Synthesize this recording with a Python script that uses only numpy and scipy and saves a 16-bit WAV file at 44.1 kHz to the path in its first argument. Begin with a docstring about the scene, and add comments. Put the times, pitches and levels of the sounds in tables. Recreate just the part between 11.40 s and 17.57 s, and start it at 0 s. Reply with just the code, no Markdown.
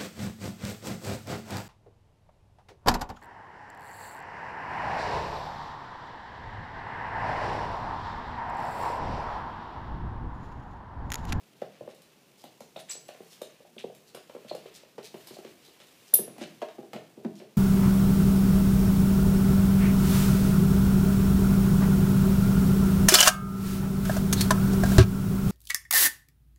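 """A living room with a laminate floor, where a puppy scampers after a soft rubber toy nudged by a foot.
Paws, foot and toy knock on the planks, which bend and thump the subfloor; claws tick on the hard finish.
Soles and fur scuff and swish, and rubber squeaks as it sticks and slips. A kick with one shrill squeak
sends the toy bouncing across the room, and the puppy gallops after it, over a low room tone."""
import sys
import numpy as np
from scipy import signal
from scipy.fft import rfft, irfft, next_fast_len
from scipy.io import wavfile
from scipy.ndimage import uniform_filter1d

SR = 44100
rng = np.random.default_rng(int(sys.argv[2]) if len(sys.argv) > 2 else 0)


def unload_wav(signal):
    """Save mono or channel-first audio to the path in sys.argv[1] as 16-bit WAV at rate SR, clipped to [-1, 1]."""
    wavfile.write(
        sys.argv[1],
        SR,
        np.round(np.clip(np.atleast_2d(signal).T, -1, 1) * 32767).astype(np.int16),
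    )


N = 272080


def close_taps():
    """Paws, foot and toy land on the planks close by: short, woody knocks."""
    # contacts: start_s, level_db, pitch_hz, hardness_db, weight_db
    taps = [(.218, -23.5, 548, -32, -16), (.408, -32.5, 495, -38, -5), (.476, -30.5, 553, -29, -16),
            (1.039, -39.5, 750, -13, -9), (1.205, -35, 556, -14.5, -15), (1.361, -32, 580, -13.5, -17),
            (1.372, -36, 587, -12.5, -26), (1.499, -47.5, 920, 4, -25), (1.553, -43, 445, -16, -22),
            (1.688, -36, 578, -6, -29), (1.747, -43.5, 493, -6.5, -34), (1.805, -34, 376, -31, -14.5),
            (2.016, -28, 513, -20, -28), (2.055, -44, 434, -27, -18), (2.204, -42, 472, -32, -26),
            (2.25, -45.5, 583, -29, -28), (2.365, -37, 408, -30, -10), (2.441, -24, 442, -46, -18.5),
            (2.499, -37.5, 460, -28, -12.5), (2.747, -34.5, 482, -7, -14), (2.771, -38.5, 566, -12, -24),
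            (2.896, -36, 580, -13, -37), (2.949, -31.5, 495, -25, -21), (2.963, -33, 436, -31, -16.5),
            (3.048, -40, 533, -26, -9), (3.112, -26.5, 612, -38, -12.5), (3.148, -27.5, 511, -19, -30),
            (3.257, -33.5, 410, -30, -26), (3.434, -43.5, 524, -18, -28), (3.581, -30, 431, -13.5, -17),
            (3.587, -33.5, 345, -13, -22), (3.743, -30.5, 389, -15.5, -23), (3.908, -36, 350, -24, -9),
            (3.968, -41, 595, -25, -20), (3.988, -33.5, 354, -26, -32), (4.048, -34, 463, -16.5, -10.5),
            (4.283, -45.5, 363, -37, -35), (4.402, -50, 537, -3, -10), (4.734, -31, 488, -17, -6),
            (4.79, -26, 423, -24, -5), (4.878, -36, 470, -19, -9), (4.964, -42, 400, -13, -5),
            (4.982, -39, 690, -9, -5), (5.013, -28, 326, -17, -3.5)]
    return knocks(taps, swell_s=0.0023, focus=1.0, slap_db=-6, slap_s=0.0043, edge_db=-5.5, edge_s=0.0072,
                  thud_db=-4, thud_s=0.006, send_db=-9.5, crack_send_db=5, thud_send_db=8)


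def bounces_and_gallop():
    """The bouncing toy and the galloping puppy land with heavier, longer knocks."""
    # landings: start_s, level_db, pitch_hz, hardness_db, weight_db
    landings = [(5.217, -30, 687, -11.5, -33), (5.225, -28, 642, -20, -23), (5.286, -48, 633, -0.5, -37),
                (5.383, -33.5, 355.5, -28, -11), (5.431, -40, 342, -32, -26), (5.533, -38, 734, -4, -2.5),
                (5.548, -31.5, 222, -36, -20), (5.562, -39.5, 455, -6, -19), (5.773, -39, 278, -49, -4.5),
                (5.848, -22.5, 238, -28, -11), (6.0, -48, 596, -4, -3), (6.015, -40.5, 371, -38, -12)]
    return knocks(landings, swell_s=0.0049, focus=0.77, slap_db=-2.5, slap_s=0.007,
                  edge_db=-0.5, edge_s=0.007, thud_db=-2.5, thud_s=0.0058,
                  send_db=-8.5, crack_send_db=1.5, thud_send_db=10)


def knocks(contacts, swell_s, focus, slap_db, slap_s, edge_db, edge_s, thud_db, thud_s,
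           send_db, crack_send_db, thud_send_db, trim_db=0.5):
    """Each contact bends a plank, thumps the subfloor and cracks; returns direct sound and room send."""
    # dense low modes of the subfloor: freq_hz, level_db
    thud_colour = [(60, -31.5), (110, -7.5), (150, 0.5), (220, -2.5), (330, -3), (430, -10), (700, -15),
                   (2000, -60.5)]
    # a flat sole or pad landing: freq_hz, level_db
    slap_colour = [(350, -24), (650, 7), (820, -9), (1100, -10), (1700, -14.5), (3000, -27), (8000, -49.5)]
    # the hard edge of a knock: freq_hz, level_db
    edge_colour = [(500, -23), (1000, -2.5), (1600, -3.5), (2800, -1.5), (4500, -9.5), (8000, -21.5),
                   (15000, -33.5)]
    t = np.arange(SR // 15) / SR
    direct, send = np.zeros(N), np.zeros(N)
    for start_s, level_db, pitch_hz, hardness_db, weight_db in with_settling(contacts):
        force_db = level_db + 34   # relative to an ordinary knock close by
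        contact_s = swell_s * 2 ** (force_db / 42.5)   # a stronger blow stays in contact longer
        bend = plank(t, pitch_hz, contact_s, focus)
        thud = from_db(thud_db + weight_db) * swelling(t, thud_s) * noise(thud_colour, len(t))
        slap = from_db(slap_db + 0.35 * hardness_db) * burst(t, slap_colour, slap_s)
        edge = from_db(edge_db + hardness_db) * burst(t, edge_colour, edge_s)
        crack = slap + edge
        add(direct, start_s, from_db(level_db + trim_db) * (bend + thud + crack))
        wet_db = send_db - 0.23 * force_db   # fainter knocks are farther off, so wetter
        spill = bend + from_db(thud_send_db) * thud + from_db(crack_send_db) * crack
        add(send, start_s, from_db(level_db + trim_db + wet_db) * spill)
    low_cut = signal.butter(4, 150, "high", fs=SR, output="sos")   # the floor radiates no deep bass
    return signal.sosfilt(low_cut, np.array([direct, send]) + 1e-18)


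def with_settling(contacts, settle_s=0.014, settle_db=-16):
    """Every contact settles with a second, lighter touch."""
    delays_s = settle_s * rng.uniform(0.7, 1.3, len(contacts))
    settling = [(start_s + delay_s, level_db + settle_db, *rest)
                for (start_s, level_db, *rest), delay_s in zip(contacts, delays_s)]
    return list(contacts) + settling


def plank(t, pitch_hz, swell_s, focus, lowest_hz=160, pad_hz=930):
    """A plank's heavily damped ring; more focus makes the main mode stand out."""
    # bending modes: pitch_ratio, level_db
    modes = [(.45, -15), (.68, -6), (1, 1), (1.48, -10.5), (2.2, -18.5)]
    out = 0
    for pitch_ratio, level_db in modes:
        mode_hz = pitch_hz * pitch_ratio ** rng.normal(1, 0.14)   # side modes shift with the spot struck
        # a soft pad hardly excites high modes, and the plank hardly rings at low ones
        reach = 1 / np.sqrt(1 + (mode_hz / pad_hz) ** 10 + (lowest_hz / mode_hz) ** 10)
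        ring = swelling(t, swell_s) * np.sin(2 * np.pi * mode_hz * t)
        radiated = signal.lfilter(*signal.butter(2, mode_hz / 2, "high", fs=SR), ring)
        out = out + reach * from_db(focus * level_db) * radiated
    return out


def squeaks(rasp_db=-43, taper=0.21, stop_s=0.00399, flutter_hz=200.7):
    """Rubber sticks and slips; the pitch climbs and drops with the sliding speed, never quite evenly."""
    # rubber slips: start_s, length_s, climb_s, top_hz, glide_share (of the top pitch), level_db
    slips = [(1.363, 0.0046, 0.0011, 4130, 0.23, -41), (1.386, 0.041, .015, 9930, .45, -57),
             (1.494, .034, 0.0074, 7910, .14, -35.5), (1.503, 0.0086, 0.00016, 12400, .02, -56),
             (1.51, .008, 0.00016, 6100, 0.36, -35.5), (2.381, 0.0054, 0.00029, 3425, 0.33, -39),
             (2.399, 0.0071, .0002, 3620, 0.3, -48), (3.096, 0.006, 0.0016, 4400, 0.13, -39.5),
             (3.263, 0.00516, 0.00018, 3980, 0.5, -51.5), (4.7362, 0.0039, 0.0018, 4270, 0.24, -38.5),
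             (4.7379, 0.0098, .0042, 13610, .32, -7.5), (4.753, 0.0057, 0.0018, 10750, 0.059, -12),
             (4.756, .0044, 0.00024, 9860, .21, -28.5)]
    out = np.zeros(N)
    for start_s, length_s, climb_s, top_hz, glide_share, level_db in slips:
        t = np.arange(int(length_s * SR)) / SR
        wobble, rasp = rng.standard_normal((2, SR // 10))[:, :len(t)]
        speed = np.clip(np.minimum(t / climb_s, (length_s - t) / stop_s), 0, 1)
        flutter = rms_one(uniform_filter1d(wobble, size=16))
        pitch_hz = top_hz * (1 - glide_share * (1 - speed)) + flutter_hz * flutter
        tone = np.sin(2 * np.pi * np.cumsum(pitch_hz) / SR) + from_db(rasp_db) * rasp
        add(out, start_s, from_db(level_db) * signal.windows.tukey(len(t), taper) * tone)
    return out


def rubs(grain_db=4.5, skirt_db=-4.5):
    """Each rub is a swell of tiny slips, coloured around one broad resonance."""
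    # short strokes of sole, toy and fur: start_s, length_s, centre_hz, level_db
    strokes = [(0.214, 0.022, 1790, -53.5), (0.325, 0.067, 2470, -65), (0.481, 0.053, 3100, -58.5),
               (.62, 0.026, 6000, -75), (0.966, 0.084, 5500, -61.5), (1.385, .033, 4120, -48.5),
               (1.479, 0.047, 3320, -48), (1.499, 0.042, 6140, -45.5), (1.883, 0.093, 5770, -56.5),
               (2.38, 0.035, 3360, -49.5), (2.664, 0.045, 5330, -59.5), (3.075, 0.041, 3580, -52),
               (3.333, 0.056, 5750, -51), (3.622, .065, 4700, -49.5), (3.865, 0.041, 5800, -55.5),
               (3.927, 0.037, 4800, -52), (4.023, 0.075, 2560, -59), (4.223, 0.073, 4460, -58.5),
               (4.381, 0.065, 3400, -58.5), (4.666, 0.032, 5600, -56), (4.738, 0.014, 7300, -32.5),
               (4.739, 0.021, 3800, -44), (4.996, 0.057, 2850, -45.5), (5.214, 0.023, 2200, -51.5),
               (5.947, 0.058, 5670, -57.5)]
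    out, size = np.zeros(N), SR // 5
    for start_s, length_s, centre_hz, level_db in strokes:
        swell = np.sqrt(np.hanning(int(length_s * SR)))
        colour = [(centre_hz / 8, -34), (centre_hz / 2, skirt_db), (centre_hz, 0),
                  (centre_hz * 0.98, -2), (centre_hz * 3.46, -17), (centre_hz * 4, -30)]
        slips = rms_one(noise(colour, size) * from_db(grain_db * grain(size, smooth_samples=64)))
        add(out, start_s, from_db(level_db) * swell * slips[:len(swell)])
    return out


def claws(trim_db=-1.5, decay_s=0.0033):
    """Tiny bright ticks of nails on the hard finish."""
    # nail strikes: start_s, level_db
    ticks = [(0.548, -53), (0.619, -51), (1.04, -46), (1.2055, -45.5), (1.367, -51), (1.683, -47),
             (2.0176, -39.5), (2.549, -50), (2.7483, -41.5), (3.15, -43), (3.872, -39), (4.47, -53),
             (4.982, -49), (5.533, -46)]
    # colour of a tick: freq_hz, level_db
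    tick_colour = [(1500, -9), (4000, -0.5), (8000, -3.5), (13000, -4), (16000, -16.5)]
    t, out = np.arange(SR // 20) / SR, np.zeros(N)
    for start_s, level_db in ticks:
        add(out, start_s, from_db(level_db + trim_db) * burst(t, tick_colour, decay_s))
    return out


def sliding(trim_db=-1.5, grain_db=1.14):
    """Friction hiss, grainy as the surfaces catch and let go."""
    # soles and fur sliding on the floor: time_s, scuff_db, swish_db
    levels = [(0.0, -65.5, -65.5), (0.39, -64, -67), (0.88, -66, -65.5), (1.42, -67.5, -64.5),
              (1.54, -69, -63.5), (1.97, -62, -60), (2.16, -63, -65.5), (2.4, -71, -65), (3.26, -58.5, -62),
              (3.44, -61, -65.5), (3.66, -72, -64.5), (3.8, -59.5, -57), (4.29, -63, -63),
              (4.74, -61.5, -59.5), (4.9, -62, -62.5), (5.22, -62.5, -62.5), (5.36, -67, -64),
              (6.17, -68, -66.5)]
    # the midrange scuff: freq_hz, level_db
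    scuff_colour = [(300, -4), (900, -2.5), (1400, -4.5), (2700, 1.5), (4500, -5.5), (7000, -18),
                    (15000, -39)]
    # the airy swish: freq_hz, level_db
    swish_colour = [(2500, -7), (5500, -1.5), (9000, -4.5), (13000, -6), (16000, -6)]
    time_s, scuff_db, swish_db = np.transpose(levels)
    t = np.arange(N) / SR
    catching = from_db(trim_db + grain_db * grain(N, smooth_samples=300))
    scuff = from_db(np.interp(t, time_s, scuff_db)) * noise(scuff_colour)
    swish = from_db(np.interp(t, time_s, swish_db)) * noise(swish_colour)
    return catching * (scuff + swish)


def room(send, tail_db=-27, build_s=0.0035):
    """A few dull early echoes, then a diffuse tail that dies band by band."""
    # time for the tail to fall 60 dB: freq_hz, decay_s
    decays = [(150, 0.49), (400, 0.39), (1000, 0.42), (2800, 0.39), (6000, 0.39), (12000, 0.19)]
    # reflections off furniture, ceiling and wall: delay_s, gain
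    echoes = [(.0085, 0.23), (0.0136, .45), (0.028, .25)]
    t = np.arange(SR * 3 // 4) / SR
    hz, white = np.fft.rfftfreq(len(t), 1 / SR), rfft(rng.standard_normal(len(t)))
    centres_hz, decays_s = np.transpose(decays)
    response = np.zeros(len(t))
    for decay_s, weights in zip(decays_s, np.eye(len(decays))):
        band = at_hz(np.column_stack([centres_hz, weights]), hz)
        response += irfft(white * band, len(t)) * np.exp(-np.log(1000) * t / decay_s)
    response *= from_db(tail_db) * (1 - np.exp(-(t / build_s) ** 2))
    smear = np.hanning(9)   # dulls each echo
    for delay_s, gain in echoes:
        add(response, delay_s, gain * smear / smear.sum())
    return signal.fftconvolve(send, response)[:N]


def room_tone(level_db=-64):
    """A faint, steady bed of low noise."""
    # low background of the room: freq_hz, level_db
    colour = [(25, -24), (60, -19.5), (95, -23.5), (125, -2.5), (160, -1.5), (230, -4), (400, -5),
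              (650, -10), (1000, -15.5), (1600, -22), (4000, -52)]
    return from_db(level_db) * noise(colour)


def burst(t, colour, decay_s):
    """A coloured crack that dies at once."""
    return noise(colour, len(t)) * np.exp(-t / decay_s)


def swelling(t, swell_s):
    """An envelope that rises to 1 within the swell time and soon dies."""
    progress = t / swell_s
    return (progress * np.exp(1 - progress)) ** 2


def grain(size, smooth_samples):
    """A fast random flicker, rms 1."""
    return rms_one(uniform_filter1d(rng.standard_normal(size), size=smooth_samples))


def noise(colour, size=N):
    """Noise of a given colour, rms 1."""
    padded = next_fast_len(size, real=True)
    gains = from_db(at_hz(colour, np.fft.rfftfreq(padded, 1 / SR)))
    white = rfft(rng.standard_normal(padded))
    return rms_one(irfft(white * gains, padded)[:size])


def at_hz(points, hz):
    """Read a table on a log-frequency axis."""
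    points = np.array(points)
    return np.interp(np.log(hz + 1e-9), np.log(points[:, 0]), points[:, 1])


def from_db(db):
    """Decibels to gain."""
    return 10 ** (np.asarray(db) / 20)


def rms_one(x):
    """Scale to rms 1."""
    return x / np.sqrt(np.mean(x ** 2) + 1e-20)


def add(track, start_s, sound):
    """Mix a sound into a track at a time."""
    i = int(start_s * SR)
    track[i:i + len(sound)] += sound[:N - i]


def scene():
    """Knocks, ticks, squeaks and rubs in the room, over a bed of sliding and room tone."""
    bed = room_tone() + sliding()
    ticks = claws()
    friction = squeaks() + rubs()
    bounces, bounces_send = bounces_and_gallop()
    taps, taps_send = close_taps()
    reverb = room(taps_send + bounces_send + ticks + from_db(-6) * friction)
    return (taps + bounces + ticks + friction + reverb + bed)[None]


def record(dry, low_cut_hz=60, high_cut_hz=15300):
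    """A small microphone that loses the bass; the top is cut steeply."""
    thin = signal.sosfilt(signal.butter(2, low_cut_hz, "high", fs=SR, output="sos"), dry)
    return signal.sosfilt(signal.ellip(10, 0.1, 80, high_cut_hz, fs=SR, output="sos"), thin)


dry = scene()
out = record(dry)
unload_wav(out)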